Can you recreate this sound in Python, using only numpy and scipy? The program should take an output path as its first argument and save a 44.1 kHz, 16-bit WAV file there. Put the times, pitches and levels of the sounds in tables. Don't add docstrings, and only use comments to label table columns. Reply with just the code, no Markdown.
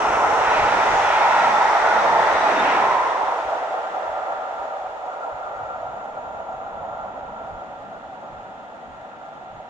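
import sys
import numpy as np
from scipy import signal
from scipy.fft import irfft, next_fast_len
from scipy.io import wavfile

SR = 44100
rng = np.random.default_rng(int(sys.argv[2]) if len(sys.argv) > 2 else 0)


def store_pcm(level_fs):
    pcm = np.round(np.clip(level_fs, -1, 1) * 32767).astype(np.int16)
    wavfile.write(sys.argv[1], SR, np.atleast_2d(pcm).T)


N = 427329
TIME = np.arange(N) / SR
SIZE = next_fast_len(N, real=True)
HZ = np.maximum(np.arange(SIZE // 2 + 1) * SR / SIZE, 1)
TRAIN_SPEED, SOUND_SPEED = 28.0, 343
TRACK_DISTANCE_M, LAST_COACH_S = 4.5, 2.605
RECEDED_M = TRAIN_SPEED * np.maximum(TIME - LAST_COACH_S, 0)

# (frequency [Hz], coherence [0-1], left minus right [dB])
NEAR_IMAGE = [(60, 0.87, 0), (250, 1, -1), (726, 0.95, -3), (1420, 0.44, 1.5), (2340, 0.26, 0.5),
              (3980, 0.01, 2.5), (14000, .05, -2.5)]
# (frequency [Hz], coherence [0-1], left minus right [dB])
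FAR_IMAGE = [(60, .6, 10), (200, 0.95, 7.5), (370, 0.89, -2), (706, 0.85, -1), (1210, 0.58, 0.5),
             (4300, 0.19, -3.5), (8000, .08, 2)]
# (frequency [Hz], lead [rad])
NEAR_LEAD = [(60, 0.4), (800, 0.39), (2500, 0.81), (4200, 1.8)]
# (frequency [Hz], lead [rad])
FAR_LEAD = [(800, .1), (1100, .4), (1400, 2.37), (1750, 3.44), (2700, 1.3), (3300, 0.3), (4200, 3.9)]

# (frequency [Hz], level [dB])
WIND_SPECTRUM = [(20, -1), (100, -1), (150, -5), (260, -33.5)]
# (time [s], half-duration [s], level [dB])
WIND_PUFFS = [(0.142, 0.4, -50), (0.79, 0.38, -43), (2.095, 0.84, -49.5), (3.483, 0.044, -54),
              (4.13, 0.08, -58), (4.55, 0.13, -61), (4.843, 0.052, -54), (5.34, 0.022, -48),
              (5.804, 0.29, -52), (7.0, 0.9, -51.5), (8.367, 0.07, -50), (8.963, 0.087, -54),
              (9.557, 0.044, -49)]
# (frequency [Hz], level [dB])
BODY_SPECTRUM = [(100, -13.5), (150, -8.5), (210, -3), (480, -11.5)]
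# (time [s], level [dB])
FAR_RUMBLE_LEVEL = [(4.3, -61), (5.35, -63.5), (5.9, -52), (7.6, -48.5), (9.69, -52.5)]
# (frequency [Hz], half-width [Hz], level [dB])
SLEEPER_MODES = [(466, 92, 1.5), (330, 20, -16)]
# (time [s], body rumble [dB], track roar [dB], wheel hiss [dB], contact sizzle [dB], sleeper drone [dB])
COACH_ENDS = [(.13, -43, -20, -35, -45.5, -31.5), (0.759, -39, -19.5, -29.5, -45, -32.5),
              (1.45, -39, -20, -29.5, -45.5, -39), (2.08, -41, -17.5, -30, -48, -35),
              (2.75, -41, -21, -29, -47.5, -30.5)]
# (time [s], half-duration [s], roar boost [dB], rail song boost [dB])
FAR_SWELLS = [(4.4, 0.46, 2, 4), (5.594, 0.44, 2.5, 4.5), (6.42, 0.48, 3, 1), (6.937, 0.24, 3, 2),
              (7.354, 0.38, 3, 2.5)]
# (time [s], boost [dB])
ROAR_THROBS = [(3.53, 3.5), (3.771, 4), (3.96, 1.5), (4.29, 2.5), (5.272, 5), (6.841, 2), (6.941, 1.5),
               (8.245, 4.5)]

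# (frequency [Hz], level [dB])
FAR_ROAR = [(200, -44), (270, -19.5), (380, -31), (440, -14), (600, 0), (700, -5), (800, 0.5), (880, -2.5),
            (970, -10.5), (1020, -10), (1200, -20.5), (1600, -39)]
# (frequency [Hz], half-width [Hz], level [dB])
TRACK_MODES = [(647, 22, -4.5), (676.4, 10, -1), (737.4, 5, 3.5), (761.6, 26, -1), (949, 13, -5)]
# (frequency [Hz], level [dB])
FAR_RAIL = [(950, -24), (1130, -6.5), (1400, 1), (1500, -16.5), (1650, -19), (2100, -20)]
# (frequency [Hz], half-width [Hz], level [dB])
LOW_RAIL_MODES = [(1208, 11, -3), (1220, 24, -2.5)]
# (frequency [Hz], half-width [Hz], level [dB])
HIGH_RAIL_MODES = [(1362, 13, -3.5), (1408, 10, -8.5), (1444, 9.1, -10), (1870, 8, -19)]
# (time [s], level [dB])
HIGH_RAIL_LEVEL = [(4.7, -3.5), (5.0, -14), (5.12, 0.5)]
# (frequency [Hz], level [dB])
FAR_HISS = [(1200, -22.5), (1550, 5.5), (1900, 1), (2250, -6), (2800, -5.5), (3150, -9.5), (3500, -7.5),
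            (4100, -16), (5500, -43.5)]
# (frequency [Hz], level [dB])
FAR_SIZZLE = [(3300, -22.5), (4200, 0.5), (6350, -4), (7400, -3), (8200, -12.5), (9300, -14), (10200, -21),
              (15000, -27.5)]
# (frequency [Hz], half-width [Hz], level [dB])
FAR_WHINE_MODES = [(6670, 100, 1.5), (6810, 120, 2)]
# (time [s], power share [0-1])
WHINE_SHARE = [(3.3, 0.06), (4.4, 0.14), (6.9, 0.5), (7.6, 0.25)]

# (frequency [Hz], level [dB])
NEAR_ROAR = [(200, -42.5), (330, -18.5), (410, -17.5), (540, -10), (640, -1.5), (750, -2), (850, 3),
             (990, -1), (1200, -9), (1600, -40.5)]
# (frequency [Hz], level [dB])
NEAR_RAIL = [(950, -53.5), (1170, -6), (1300, 0), (1450, -4), (1580, -9.5), (1900, -28.5)]
# (frequency [Hz], level [dB])
NEAR_HISS = [(1300, -26.5), (1620, 1.5), (1900, 3), (2400, -8), (3100, -15), (3600, -13), (4200, -20.5),
             (5500, -24.5)]
# (frequency [Hz], level [dB])
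NEAR_SIZZLE = [(3300, -20), (4200, -12), (5700, 2), (6800, -1.5), (9200, -11.5), (10200, -21), (11500, -20),
               (15000, -42.5)]
# (frequency [Hz], half-width [Hz], level [dB])
NEAR_WHINE_MODES = [(5800, 40, -5.5), (5600, 200, -10.5)]
# (frequency [Hz], half-width [Hz], level [dB])
SCUFF_BAND = [(4740, 830, 0)]
# (time [s], level [dB])
SCUFF_LEVEL = [(.43, -68), (.55, -50), (1.25, -50.5), (2.7, -53), (4.6, -84)]

# (time [s], level [dB])
WHEEL_KNOCKS = [(2.913, -20), (2.95, -21), (3.235, -20), (3.287, -22), (3.324, -20)]
# (time [s], frequency [Hz], half-width
# [Hz], level [dB], half-duration [s])
WHEEL_HOWLS = [(.98, 6700, 650, -50, 0.1), (1.337, 922, 163, -20, 0.2), (2.387, 3880, 170, -47, 0.11),
               (2.687, 2400, 1010, -34, 0.085), (2.983, 990, 150, -24, 0.32), (4.103, 1780, 386, -48, 0.46)]
# (time [s], frequency [Hz], level [dB], half-duration [s], relative glide [1/s])
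WHEEL_RINGS = [(0.25, 1300, -20.5, 0.018, -0.056), (0.517, 1480, -26, 0.052, -0.14),
               (1.097, 3360, -38, 0.1, -0.12), (1.381, 1354, -18.5, 0.088, -0.07),
               (1.55, 3480, -42, 0.043, -.15), (1.888, 1457, -16.5, 0.032, -0.5),
               (2.26, 3460, -39, .04, -0), (2.483, 2500, -36, .045, -.3), (2.601, 3610, -37, 0.04, -0.4),
               (2.873, 1007, -22.5, 0.11, 0.026)]
# (frequency [Hz], half-width [Hz], level [dB])
END_WALL_MODES = [(203, 22, -9.5), (278, 17, -0.5), (328, 54, -7.5)]
# (frequency [Hz], half-width [Hz], level [dB])
WHEEL_MODES = [(736, 100, -7), (830, 31, -10.5), (1393, 41, 4.5), (3850, 29, -11.5)]
# (frequency [Hz], half-width [Hz], level [dB])
WHEEL_RUSH_BANDS = [(2450, 460, 5.5), (3250, 560, -10.5)]
# (time [s], ring level [dB], rush level [dB])
BOGIE_PASSES = [(.1, -39, -34), (.6, -30.5, -30.5), (.76, -29.5, -40), (1.15, -31, -32), (1.44, -28, -35),
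                (1.999, -30, -50), (2.71, -31.5, -33.5)]


def from_db(db):
    return 10 ** (np.asarray(db) / 20)


def rms_one(x):
    return x / np.sqrt(np.mean(x ** 2) + 1e-20)


def over_floor(db, floor_db):
    return 20 * np.log10(np.hypot(from_db(db), from_db(floor_db)))


def bell(at_s, half_s):
    return np.exp(-np.minimum(((TIME - at_s) / half_s) ** 2, 20))


def in_time(rows):
    times, *columns = np.transpose(rows)
    return [np.interp(TIME, times, column) for column in columns]


def in_pitch(rows):
    hz, *columns = np.transpose(rows)
    return [np.interp(np.log(HZ), np.log(hz), column) for column in columns]


def colour(points):
    ends = (1 + (points[0][0] / HZ) ** 8) * (1 + (HZ / points[-1][0]) ** 8)
    return from_db(in_pitch(points)[0]) / np.sqrt(ends)


def resonances(modes):
    peaks = (from_db(db) / (1 + ((HZ - hz) / width) ** 2) for hz, width, db in modes)
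    return np.sqrt(sum(peak ** 2 for peak in peaks))


def white():
    return rng.standard_normal(len(HZ)) + 1j * rng.standard_normal(len(HZ))


def noise(gain):
    return rms_one(irfft(gain * white(), SIZE)[:N])


def flutter(rate_hz):
    return noise(1 / (1 + (HZ / rate_hz) ** 2))


def image(table, lead):
    coherence, balance_db = in_pitch(table)
    coherence = np.clip(coherence, 0, 1)
    side = np.array([[.5], [-.5]])
    pan = from_db(side * balance_db)
    phase = np.exp(-1j * side * in_pitch(lead)[0])
    return pan * np.sqrt(coherence) * phase, pan * np.sqrt(1 - coherence)


def stereo_noise(gain, place):
    direct, scattered = place
    spectra = direct * white() + scattered * np.array([white(), white()])
    pair = irfft(gain * spectra, SIZE)[:, :N]
    return pair / pair.mean(axis=0).std()


def late_left(x, lag_ms):
    return np.array([np.interp(TIME - lag_ms / 1000, TIME, x), x])


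def wind(place, breeze_db=-64.5, buffet_db=3.0):
    puff_power = sum((from_db(db) * bell(s, half)) ** 2 for s, half, db in WIND_PUFFS)
    envelope = np.sqrt(from_db(breeze_db) ** 2 + puff_power) * from_db(buffet_db * flutter(8.9))
    return envelope * stereo_noise(colour(WIND_SPECTRUM), place)


def fade_db(hold_m, loss_db):
    return -loss_db * np.log2(np.hypot(1, RECEDED_M / hold_m))


def far_rumble(place):
    return from_db(in_time(FAR_RUMBLE_LEVEL)[0]) * stereo_noise(colour(BODY_SPECTRUM), place)


def coach_rumble(place, between_db=-53):
    between = from_db(between_db + fade_db(hold_m=10, loss_db=6.64))
    end_power = sum((from_db(db) * bell(s, half_s=0.2)) ** 2 for s, db, *_ in COACH_ENDS)
    return np.sqrt(between ** 2 + end_power) * stereo_noise(colour(BODY_SPECTRUM), place)


def sleeper_drone(place):
    drone_db = in_time(COACH_ENDS)[-1] + fade_db(hold_m=9.4, loss_db=6.36)
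    return from_db(drone_db) * stereo_noise(resonances(SLEEPER_MODES), place)


def rolling_levels():
    _, roar_db, hiss_db, sizzle_db, _ = in_time(COACH_ENDS)
    roar_swell_db, rail_swell_db = sum(np.outer(dbs, bell(s, half)) for s, half, *dbs in FAR_SWELLS)
    throb_db = sum(db * bell(s, half_s=.033) for s, db in ROAR_THROBS)
    roar_db = roar_db + fade_db(hold_m=10.65, loss_db=4.95) + roar_swell_db + throb_db
    rail_db = -27.5 + fade_db(hold_m=9.7, loss_db=5.16) + rail_swell_db
    hiss_db = over_floor(hiss_db + fade_db(hold_m=9.5, loss_db=9), floor_db=-57)
    sizzle_db = over_floor(sizzle_db + fade_db(hold_m=10, loss_db=6.64), floor_db=-73.5)
    return roar_db, rail_db, hiss_db, sizzle_db


def far_roar(place, turn_hz=9.05, beat_db=0.9, crest_s=6.84):
    track = stereo_noise(colour(FAR_ROAR), place) + stereo_noise(resonances(TRACK_MODES), place)
    turning = np.cos(2 * np.pi * turn_hz * (TIME - crest_s))
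    return from_db(beat_db * turning) * track


def rail_song(place):
    low = from_db(-6.0) * noise(resonances(LOW_RAIL_MODES))
    high = from_db(in_time(HIGH_RAIL_LEVEL)[0]) * noise(resonances(HIGH_RAIL_MODES))
    broad = from_db(-5.5) * stereo_noise(colour(FAR_RAIL), place)
    return late_left(low + high, lag_ms=0.21) + broad


def far_rolling(place, roar_db, rail_db, hiss_db, sizzle_db):
    roar = from_db(roar_db - 1.25) * far_roar(place)
    song = from_db(rail_db) * rail_song(place)
    hiss = from_db(hiss_db) * stereo_noise(colour(FAR_HISS), place)
    whine_share = in_time(WHINE_SHARE)[0]
    sizzle = np.sqrt(1 - whine_share) * stereo_noise(colour(FAR_SIZZLE), place)
    whine = np.sqrt(whine_share) * stereo_noise(resonances(FAR_WHINE_MODES), place)
    shimmer = from_db(0.56 * flutter(13))
    return shimmer * (roar + song + from_db(sizzle_db) * (sizzle + whine)) + hiss


def near_rolling(place, roar_db, rail_db, hiss_db, sizzle_db):
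    roar = from_db(roar_db + 0.72 * flutter(22)) * stereo_noise(colour(NEAR_ROAR), place)
    song = from_db(rail_db) * stereo_noise(colour(NEAR_RAIL), place)
    hiss = from_db(hiss_db + .5 * flutter(12)) * stereo_noise(colour(NEAR_HISS), place)
    scuff = from_db(in_time(SCUFF_LEVEL)[0]) * stereo_noise(resonances(SCUFF_BAND), place)
    sizzle = stereo_noise(colour(NEAR_SIZZLE), place)
    whine = from_db(-4.0) * stereo_noise(resonances(NEAR_WHINE_MODES), place)
    return roar + song + hiss + scuff + from_db(sizzle_db - 2.0) * (sizzle + whine)


def wheel_knocks(place):
    blows = sum(from_db(db) * bell(s, half_s=0.0073) for s, db in WHEEL_KNOCKS)
    return blows * stereo_noise(colour(NEAR_ROAR), place)


def wheel_howls(place):
    out = np.zeros((2, N))
    for s, hz, width, db, half_s in WHEEL_HOWLS:
        band = resonances([(hz, width, 0)]) ** 2
        out += from_db(db) * bell(s, half_s) * stereo_noise(band, place)
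    return out


def wheel_rings(rough_db=5.5, waver_share=0.01205):
    out = np.zeros(N)
    waver = waver_share * flutter(73.4)
    contact = rms_one(from_db(rough_db * np.clip(flutter(60), -2, 2)))
    for s, hz, db, half_s, glide in WHEEL_RINGS:
        pitch_hz = hz * (1 + glide * np.clip(TIME - s, -1, 1) + waver)
        out += from_db(db) * bell(s, half_s) * np.sin(2 * np.pi * np.cumsum(pitch_hz) / SR)
    return late_left(out * contact, lag_ms=0.026)


def drive_by(modes, closest_s, falloff):
    path_m = np.hypot(TRACK_DISTANCE_M, TRAIN_SPEED * (TIME - closest_s))
    delay_s = (path_m - TRACK_DISTANCE_M) / SOUND_SPEED
    heard = np.interp(TIME - delay_s, TIME, noise(resonances(modes)))
    return heard * (TRACK_DISTANCE_M / path_m) ** falloff


def bogies(boom_db=-32.5):
    out = from_db(boom_db) * drive_by(END_WALL_MODES, LAST_COACH_S, falloff=3.1)
    for s, ring_db, rush_db in BOGIE_PASSES:
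        out += from_db(ring_db) * drive_by(WHEEL_MODES, s, falloff=1.46)
        out += from_db(rush_db) * drive_by(WHEEL_RUSH_BANDS, s, falloff=1.6)
    return late_left(out, lag_ms=0.078) * from_db([[-1.2], [1.2]])


def far_share(least=0.021, most=0.89, midpoint_m=22.4, blend_m=7.3):
    turned = .5 + .5 * np.tanh(.5 * (RECEDED_M - midpoint_m) / blend_m)
    return least + (most - least) * turned


def scene():
    near, far = image(NEAR_IMAGE, NEAR_LEAD), image(FAR_IMAGE, FAR_LEAD)
    levels, gone = rolling_levels(), far_share()
    close = near_rolling(near, *levels) + coach_rumble(near)
    distant = far_rolling(far, *levels) + far_rumble(far)
    rolling = np.sqrt(1 - gone) * close + np.sqrt(gone) * distant + sleeper_drone(near)
    wheels = bogies() + wheel_knocks(near) + wheel_rings() + wheel_howls(near)
    return wind(near) + rolling + wheels


def record(dry, fade_in_s=.003, cutoff_hz=15000):
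    fade_in = np.minimum(TIME / fade_in_s, 1)
    low_pass = signal.ellip(12, .1, 90, cutoff_hz, fs=SR, output="sos")
    return signal.sosfilt(low_pass, dry * fade_in)


dry = scene()
out = record(dry)
store_pcm(out)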